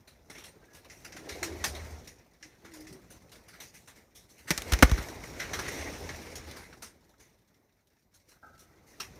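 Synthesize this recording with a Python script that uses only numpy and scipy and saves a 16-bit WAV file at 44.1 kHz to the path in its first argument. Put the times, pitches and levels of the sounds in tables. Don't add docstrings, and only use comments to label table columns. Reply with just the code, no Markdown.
import sys
import numpy as np
from scipy import signal
from scipy.fft import rfft, irfft
from scipy.io import wavfile
from scipy.ndimage import uniform_filter1d, map_coordinates

SR = 44100
rng = np.random.default_rng(int(sys.argv[2]) if len(sys.argv) > 2 else 0)


def ratio_of_db(decibels):
    return 10 ** (np.asarray(decibels, float) / 20)


def inscribe(sig):
    pcm = np.round(np.clip(np.atleast_2d(sig).T, -1, 1) * 32767)
    wavfile.write(sys.argv[1], SR, pcm.astype(np.int16))


N = 405279

# (t/s, peak level/dB, treble level/dB re middle band, t60/s)
TAPS = [(0.073, -48.5, 1, 0.23), (0.297, -37.5, -2, 0.22), (0.347, -37.5, -7, 0.26),
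        (0.379, -36.5, -6.5, 0.23), (0.4354, -40, 0, 0.27), (0.742, -45, 1.5, 0.31),
        (0.845, -44.5, -5, 0.12), (0.894, -53, 3, 0.8), (1.046, -37, 0, 0.14), (1.121, -51, 4, 0.13),
        (1.163, -34.5, -5.5, 0.18), (1.286, -37, 0, 0.46), (1.428, -23.5, 1.5, 0.15),
        (1.6397, -19, 2, 0.16), (1.747, -34, -4.5, 0.24), (2.0716, -41, 2, 0.16),
        (2.426, -53.5, -2.5, 0.81), (2.6447, -41, -7, 0.25), (2.734, -47.5, 6.5, 0.23),
        (2.803, -51, 9, 0.13), (2.868, -50.5, 2, 0.39), (2.925, -53.5, 10, 0.12), (3.101, -48, 4.5, 0.29),
        (3.315, -47, 2.5, 0.23), (3.352, -50.5, -3.5, 0.39), (3.48, -49, 4.5, 0.22), (3.529, -48, -4, 0.46),
        (3.599, -41, 5, 0.31), (3.734, -56, 9.5, 0.47), (3.872, -42, -1.5, 0.3), (3.9535, -51, 0, 0.39),
        (4.147, -56, 11, 0.41), (4.284, -54.5, 4.5, 0.56), (4.376, -53, 5, 0.38), (4.4706, -34, -1.5, 0.87),
        (4.7888, -24, -3, 0.035), (4.975, -30, -8, 0.25), (5.085, -32.5, -9, 0.048),
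        (5.237, -33, -2.5, 0.044), (5.396, -25.5, -7, 0.29), (5.532, -22.5, -3, 0.17),
        (5.588, -25, -6, 0.18), (5.68, -29.5, -1.5, 0.13), (6.089, -31.5, -7, 0.14),
        (6.354, -40.5, 9.5, 0.13), (6.461, -43, -3.5, 0.67), (6.51, -49.5, 12, 0.08),
        (6.559, -39.5, -2, 0.42), (6.727, -40, -12.5, 0.095), (6.82, -36, 0.5, 0.25),
        (7.193, -53, 2.5, 0.4), (8.313, -51, -4, 0.23), (8.136, -63, 12, 0.29), (8.282, -60, 10, 0.35),
        (8.588, -69, 19, 0.29), (8.861, -55.5, 4, 0.6), (8.999, -31, 2, 0.19)]
TAP_BODY_DB, TAP_TINT_DB, FIRM_TAP_DB = -8, 5, -30
RISE_SHARE, SLOWER_RISE = 0.02, 0.12
AIRIER = 0.26


def taps():
    power, t = np.zeros((4, N)), np.arange(SR // 2) / SR
    for start, peak_db, treble_db, t60 in TAPS:
        at, fainter_db = int(start * SR), FIRM_TAP_DB - peak_db
        fade = ratio_of_db(peak_db - 8 - 60 * t / t60)
        rise_s = RISE_SHARE * t60 * ratio_of_db(SLOWER_RISE * fainter_db)
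        fade *= np.minimum(t / rise_s, 1)
        body_db = TAP_BODY_DB - 0.5 * treble_db + 0.15 * fainter_db
        air_db = treble_db - 12 + AIRIER * fainter_db
        band_gain = ratio_of_db(np.array([[body_db], [0], [treble_db], [air_db]]))
        power[:, at:at + len(t)] += (band_gain * fade[:N - at]) ** 2
    grit = ratio_of_db(drift(350))
    body, middle, treble, air = np.sqrt(power) * grit
    out = body * zone(180, 1500, TAP_TINT_DB) + middle * zone(1000, 4900, TAP_TINT_DB)
    return out + treble * zone(3500, 12000, TAP_TINT_DB) + air * zone(8500, 20000)


# (t/s, peak level/dB)
CLAWS = [(0.899, -51), (1.1225, -49), (1.2915, -41), (2.427, -48), (2.8695, -52)]


def claws():
    s, peak_db = np.transpose(CLAWS)
    return fading(click_train(s, ratio_of_db(peak_db)), 0.15) * (zone(1900, 3000) + zone(4900, 6800))


# (t/s, swing level/dB, ring level/dB, crack level/dB, pitch ratio of the ring)
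BLOWS = [(4.506, -26, -18, -19, 1.15), (4.512, -40, -21, -24, 1.19), (4.5774, -29, -36, -23, 1.05),
         (4.62, -40, -42, -34, 1.2), (4.7206, -32, -22, -26, .95), (4.723, -6, -21.5, -26, 1.08),
         (4.7346, -34.5, -26, -20.5, 1.2), (4.8245, -8, -7, -16, 1.0), (4.8278, -3, 0, -16, 1.03),
         (4.8318, -23, -10, -22, .97), (4.896, -33, -29, -36, 1.1), (4.915, -4.5, -23, -30, .86),
         (4.985, -20, -30, -43, .95)]
# (f/Hz, level/dB, t60/s)
BOARD_MODES = [(61, -3.5, 0.083), (140, -5.5, 0.038), (270, -5.5, 0.027), (494, -11.5, 0.04),
               (776, -12.5, 0.025), (1080, -12.5, 0.032), (1360, -6, 0.018), (1690, -7.5, 0.022),
               (2050, -10.5, 0.016), (2700, -14, 0.015)]


def board():
    s, swing_db, ring_db, crack_db, ratio = np.transpose(BLOWS)
    (swing_hz, swing_mode_db, swing_t60), *upper = BOARD_MODES
    out = -ring(click_train(s + 0.0035, ratio_of_db(swing_db + swing_mode_db)), swing_hz, swing_t60)
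    luck_db = rng.normal(0, 2.2, (len(s), len(upper)))
    touch = signal.unit_impulse(SR // 10)
    for blow, at in enumerate((s * SR).astype(int)):
        for k, (hz, level_db, t60) in enumerate(upper):
            size = (-1) ** k * ratio_of_db(ring_db[blow] + level_db + luck_db[blow, k])
            out[at:at + len(touch)] += size * ring(touch, hz * ratio[blow], t60)
    clicks = click_train(s, ratio_of_db(crack_db))
    crack = fading(clicks, 0.024) * zone(2700, 20000)
    rattle = ratio_of_db(-10) * fading(clicks, 0.079) * zone(510, 20000)
    return out + crack + rattle


# (first downstroke t/s, time between strokes/s, strokes, level/dB over the stir)
FLIGHTS = [(1.283, 0.0994, 7, 9), (5.54, 0.112, 10, 5.5)]
BEAT_HZ, BEAT_RISE_S, BEAT_T60_S = 77, 0.032, 0.29
BEAT_SPREAD_DB, BEAT_SPREAD_S = 2.5, 0.006


def wing_beats():
    strokes = [(first + apart * k, over_db) for first, apart, count, over_db in FLIGHTS
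               for k in range(round(count))]
    s, over_db = np.transpose(strokes)
    luck = rng.standard_normal((len(s), 2))
    s = s + BEAT_SPREAD_S * luck[:, 0]
    stroke_db = stir_db()[(s * SR).astype(int)] + over_db + BEAT_SPREAD_DB * luck[:, 1]
    push = np.hanning(int(2 * BEAT_RISE_S * SR))
    pushes = np.convolve(click_train(s, ratio_of_db(stroke_db)), push / push.sum())[:N]
    swell = fading(pushes, BEAT_T60_S)
    pitch = BEAT_HZ * (1 + 0.056 * drift(8.9))
    return swell * np.sin(2 * np.pi * np.cumsum(pitch) / SR)


# (t/s, length/s, f/Hz, level/dB at the height of the swell, roughness 0-1)
COOS = [(0.61, .07, 1570, -65, .95), (0.68, .12, 1670, -60.5, .95), (1.13, .14, 312, -55, .85),
        (1.235, .08, 305, -52, .9), (1.265, .07, 410, -47, 1), (1.35, .05, 400, -46, 1),
        (1.415, .06, 335, -39.5, .85), (1.47, .11, 345, -44, .9), (2.42, .1, 311, -64, .8),
        (2.65, .255, 298, -48, .3), (2.89, .11, 352, -52, .5)]
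COO_SECOND_DB, COO_WAVER = -32, 0.055
COO_GURGLE_DB, COO_BREATH_DB, COO_THROAT_DB = 3, 0, -3
SWELL_SHARE, SWELL_DB, FADE_DB = 0.85, 14, 10
SCOOP, SCOOP_SHARE, UPTURN = 0.26, 0.5, 0.07


def coos():
    out, waver, throat = np.zeros(N), drift(50), zone(280, 750)
    for start, length, hz, peak_db, rough in COOS:
        t = np.arange(N) / SR - start
        swell = max(SWELL_SHARE * (1 - rough) * length, 0.01)
        level_db = peak_db + np.interp(t, [0, swell, length], [-SWELL_DB, 0, -FADE_DB])
        scoop = SCOOP * np.exp(-np.maximum(t, 0) / (SCOOP_SHARE * swell))
        upturn = np.interp(t, [swell, length], [0, UPTURN])
        pitch = hz * (1 + (1 - rough ** 2) * (scoop + upturn))
        pitch = pitch * (1 + rough * COO_WAVER * waver * (hz < 1000))
        phase = 2 * np.pi * np.cumsum(pitch) / SR
        gurgle = ratio_of_db(rough * COO_GURGLE_DB * drift(45.56))
        breath = rough * ratio_of_db(COO_BREATH_DB) * np.tanh(drift(hz / 2))
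        tone = (1 + breath) * np.sin(phase) + ratio_of_db(COO_SECOND_DB) * np.sin(2 * phase)
        air = rough ** 2 * ratio_of_db(COO_THROAT_DB) * throat
        ends = np.clip(np.minimum(t, length - t) / 0.005, 0, 1)
        out += np.sqrt(2) * ratio_of_db(level_db) * ends * gurgle * (tone + air)
    return out


# (t/s, peak level/dB)
THUDS = [(2.906, -47), (3.033, -53)]
THUD_HZ, THUD_T60_S = 182, 0.45


def thuds():
    s, peak_db = np.transpose(THUDS)
    level = fading(click_train(s, ratio_of_db(peak_db - 3)), THUD_T60_S)
    return level * zone(THUD_HZ / 1.4, THUD_HZ * 1.4)


# (t/s, level/dB)
HOLLOW = [(7.137, -57), (8.367, -58), (8.427, -49), (8.432, -45), (8.4425, -43)]
# (f/Hz, level/dB, t60/s)
HOLLOW_MODES = [(1265, -7, 0.09), (1345, -1, 0.035), (1490, -7, 0.07), (1590, -8, 0.07), (835, -9, .04),
                (655, -10, .05)]


def hollow_knock():
    s, touch_db = np.transpose(HOLLOW)
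    clicks = click_train(s, ratio_of_db(touch_db))
    echo_level = ratio_of_db(-38.5) * fading(clicks ** 2 / clicks.max(), 1.0)
    stirred = clicks + rng.standard_normal(N) * echo_level
    rung = np.zeros(N)
    for k, (hz, level_db, t60) in enumerate(HOLLOW_MODES):
        rung += (-1) ** k * ratio_of_db(level_db) * ring(stirred, hz, t60)
    distance = signal.butter(3, [600, 1900], "band", fs=SR, output="sos")
    return signal.sosfilt(distance, rung)


# (t/s, level/dB)
STIR = [(0.0, -61.5), (0.87, -60), (1.53, -47.5), (1.87, -48), (2.15, -59.5), (2.46, -64.5), (2.79, -57.5),
        (4.301, -64), (4.53, -58), (4.68, -44.5), (4.89, -42), (5.17, -47.5), (5.4, -47.5), (5.78, -41.5),
        (6.52, -52), (6.91, -61), (7.98, -68.5), (8.45, -64.5), (8.97, -59), (9.19, -54.5)]


def stir_db():
    return np.interp(np.arange(N) / SR, *np.transpose(STIR))


CALM_DB = -60
RUMBLE_DB, RUMBLE_FOLLOWS = -64, 1
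RUSTLE_DB, RUSTLE_FOLLOWS = -66, 0.94
STRAW_DB, STRAW_FOLLOWS = -68, 0.78
TICKS_PER_S, SNAPS_PER_S = 8.5, 57


def stir():
    busy_db = stir_db() - CALM_DB
    shared = 0.5 * drift(12)
    out = zone(30, 100) * ratio_of_db(RUMBLE_DB + RUMBLE_FOLLOWS * busy_db + 1.9 * shared)
    flutter = ratio_of_db(CALM_DB + 0.5 * shared + 1.2 * drift(70))
    low = zone(100, 270) * ratio_of_db(0.85 * busy_db - 5)
    middle = zone(270, 1100) * ratio_of_db(1.1 * busy_db - 3)
    out += flutter * (low + middle)
    feet = 1.9 * ratio_of_db(0.5 * np.maximum(busy_db, 0)) + grains(TICKS_PER_S, 0.092)
    rustle = zone(1400, 8000, 1.7) * (feet + grains(SNAPS_PER_S, 0.052)) / 3.73
    straw = zone(3500, 20000, 2) * (feet + 1.5 * grains(SNAPS_PER_S, 0.068)) / 3.88
    out += ratio_of_db(RUSTLE_DB + RUSTLE_FOLLOWS * busy_db + 2 * drift(25)) * rustle
    return out + ratio_of_db(STRAW_DB + STRAW_FOLLOWS * busy_db) * straw


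def hiss():
    return ratio_of_db(-80.5) * zone(14000, 20000)


def loft(x):
    t60_s, level_db, first_wall_s = 0.23, -19.5, 0.006
    t = np.arange(SR // 2) / SR
    tail = rng.standard_normal(len(t)) * ratio_of_db(-60 * t / t60_s) * (t > first_wall_s)
    tail /= np.sqrt(np.sum(tail ** 2))
    return x + ratio_of_db(level_db) * signal.fftconvolve(x, tail)[:N]


# (f/Hz, level/dB per Hz)
COLOUR = [(18, -43.5), (30, -3), (75, -1), (174, -5), (404, -7.5), (1130, -16), (2060, -9), (3140, -23),
          (4000, -21), (4780, -24.5), (5740, -18), (7870, -30), (9220, -26.5), (10200, -30.5),
          (14800, -30.5), (16000, -48)]


def zone(low_hz, high_hz, tint_db=0):
    hz = np.maximum(np.fft.rfftfreq(N, 1 / SR), 1)
    where, level_db = np.transpose(COLOUR)
    edges = 1 / np.sqrt((1 + (low_hz / hz) ** 8) * (1 + (hz / high_hz) ** 8))
    shape = ratio_of_db(np.interp(np.log(hz), np.log(where), level_db)) * edges
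    noise = irfft(rfft(rng.standard_normal(N)) * shape, N)
    return rms_one(patchy(noise, tint_db))


def patchy(x, tint_db):
    fine_db = 3
    frames = signal.stft(x, nperseg=512)[2]
    cells = rng.standard_normal((130, 520))
    rows, columns = np.meshgrid(np.arange(frames.shape[0]) / 2, np.linspace(0, 519, frames.shape[1]),
                                indexing="ij")
    fine = map_coordinates(cells, [rows, columns], order=1)
    broad = map_coordinates(cells[::-1], [rows / 4, columns / 4], order=1)
    gain = ratio_of_db(fine_db * fine + tint_db * broad)
    return signal.istft(frames * gain, nperseg=512)[1][:N]


def rms_one(x):
    return x / np.sqrt(np.mean(x ** 2) + 1e-20)


def drift(rate):
    knots = rng.standard_normal(int(N / SR * 400) + 2)
    return np.interp(np.arange(N) / SR * rate, np.arange(len(knots)), knots)


def click_train(times, sizes):
    out = np.zeros(N)
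    out[(np.asarray(times) * SR).astype(int)] = sizes
    return out


def ring(clicks, hz, t60):
    r, w = ratio_of_db(-60 / (t60 * SR)), 2 * np.pi * hz / SR
    return signal.lfilter([0, np.sin(w)], [1, -2 * r * np.cos(w), r * r], clicks + 1e-18)


def fading(clicks, t60):
    return signal.lfilter([1], [1, -ratio_of_db(-60 / (t60 * SR))], clicks + 1e-18)


def grains(per_s, t60):
    return fading((rng.random(N) < per_s / SR) * rng.exponential(1, N), t60)


def scene():
    echoing = loft(taps() + claws() + coos() + hollow_knock() + board())
    return (echoing + thuds() + wing_beats() + stir() + hiss())[None]


def roll_off(x):
    return signal.sosfilt(signal.butter(12, 17000, fs=SR, output="sos"), x)


def record(dry):
    x = signal.sosfilt(signal.butter(4, 42, "high", fs=SR, output="sos"), dry)
    level_db = 10 * np.log10(uniform_filter1d(x ** 2, size=1500) + 1e-12)
    suppress_db = 0.5 * np.clip(level_db + 54, -20, 0)
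    x = np.clip(x * ratio_of_db(suppress_db), -0.9, 0.9)
    x = signal.sosfilt(signal.cheby2(10, 50, 16800, fs=SR, output="sos"), x)
    return roll_off(x)


dry = scene()
out = record(dry)
inscribe(out)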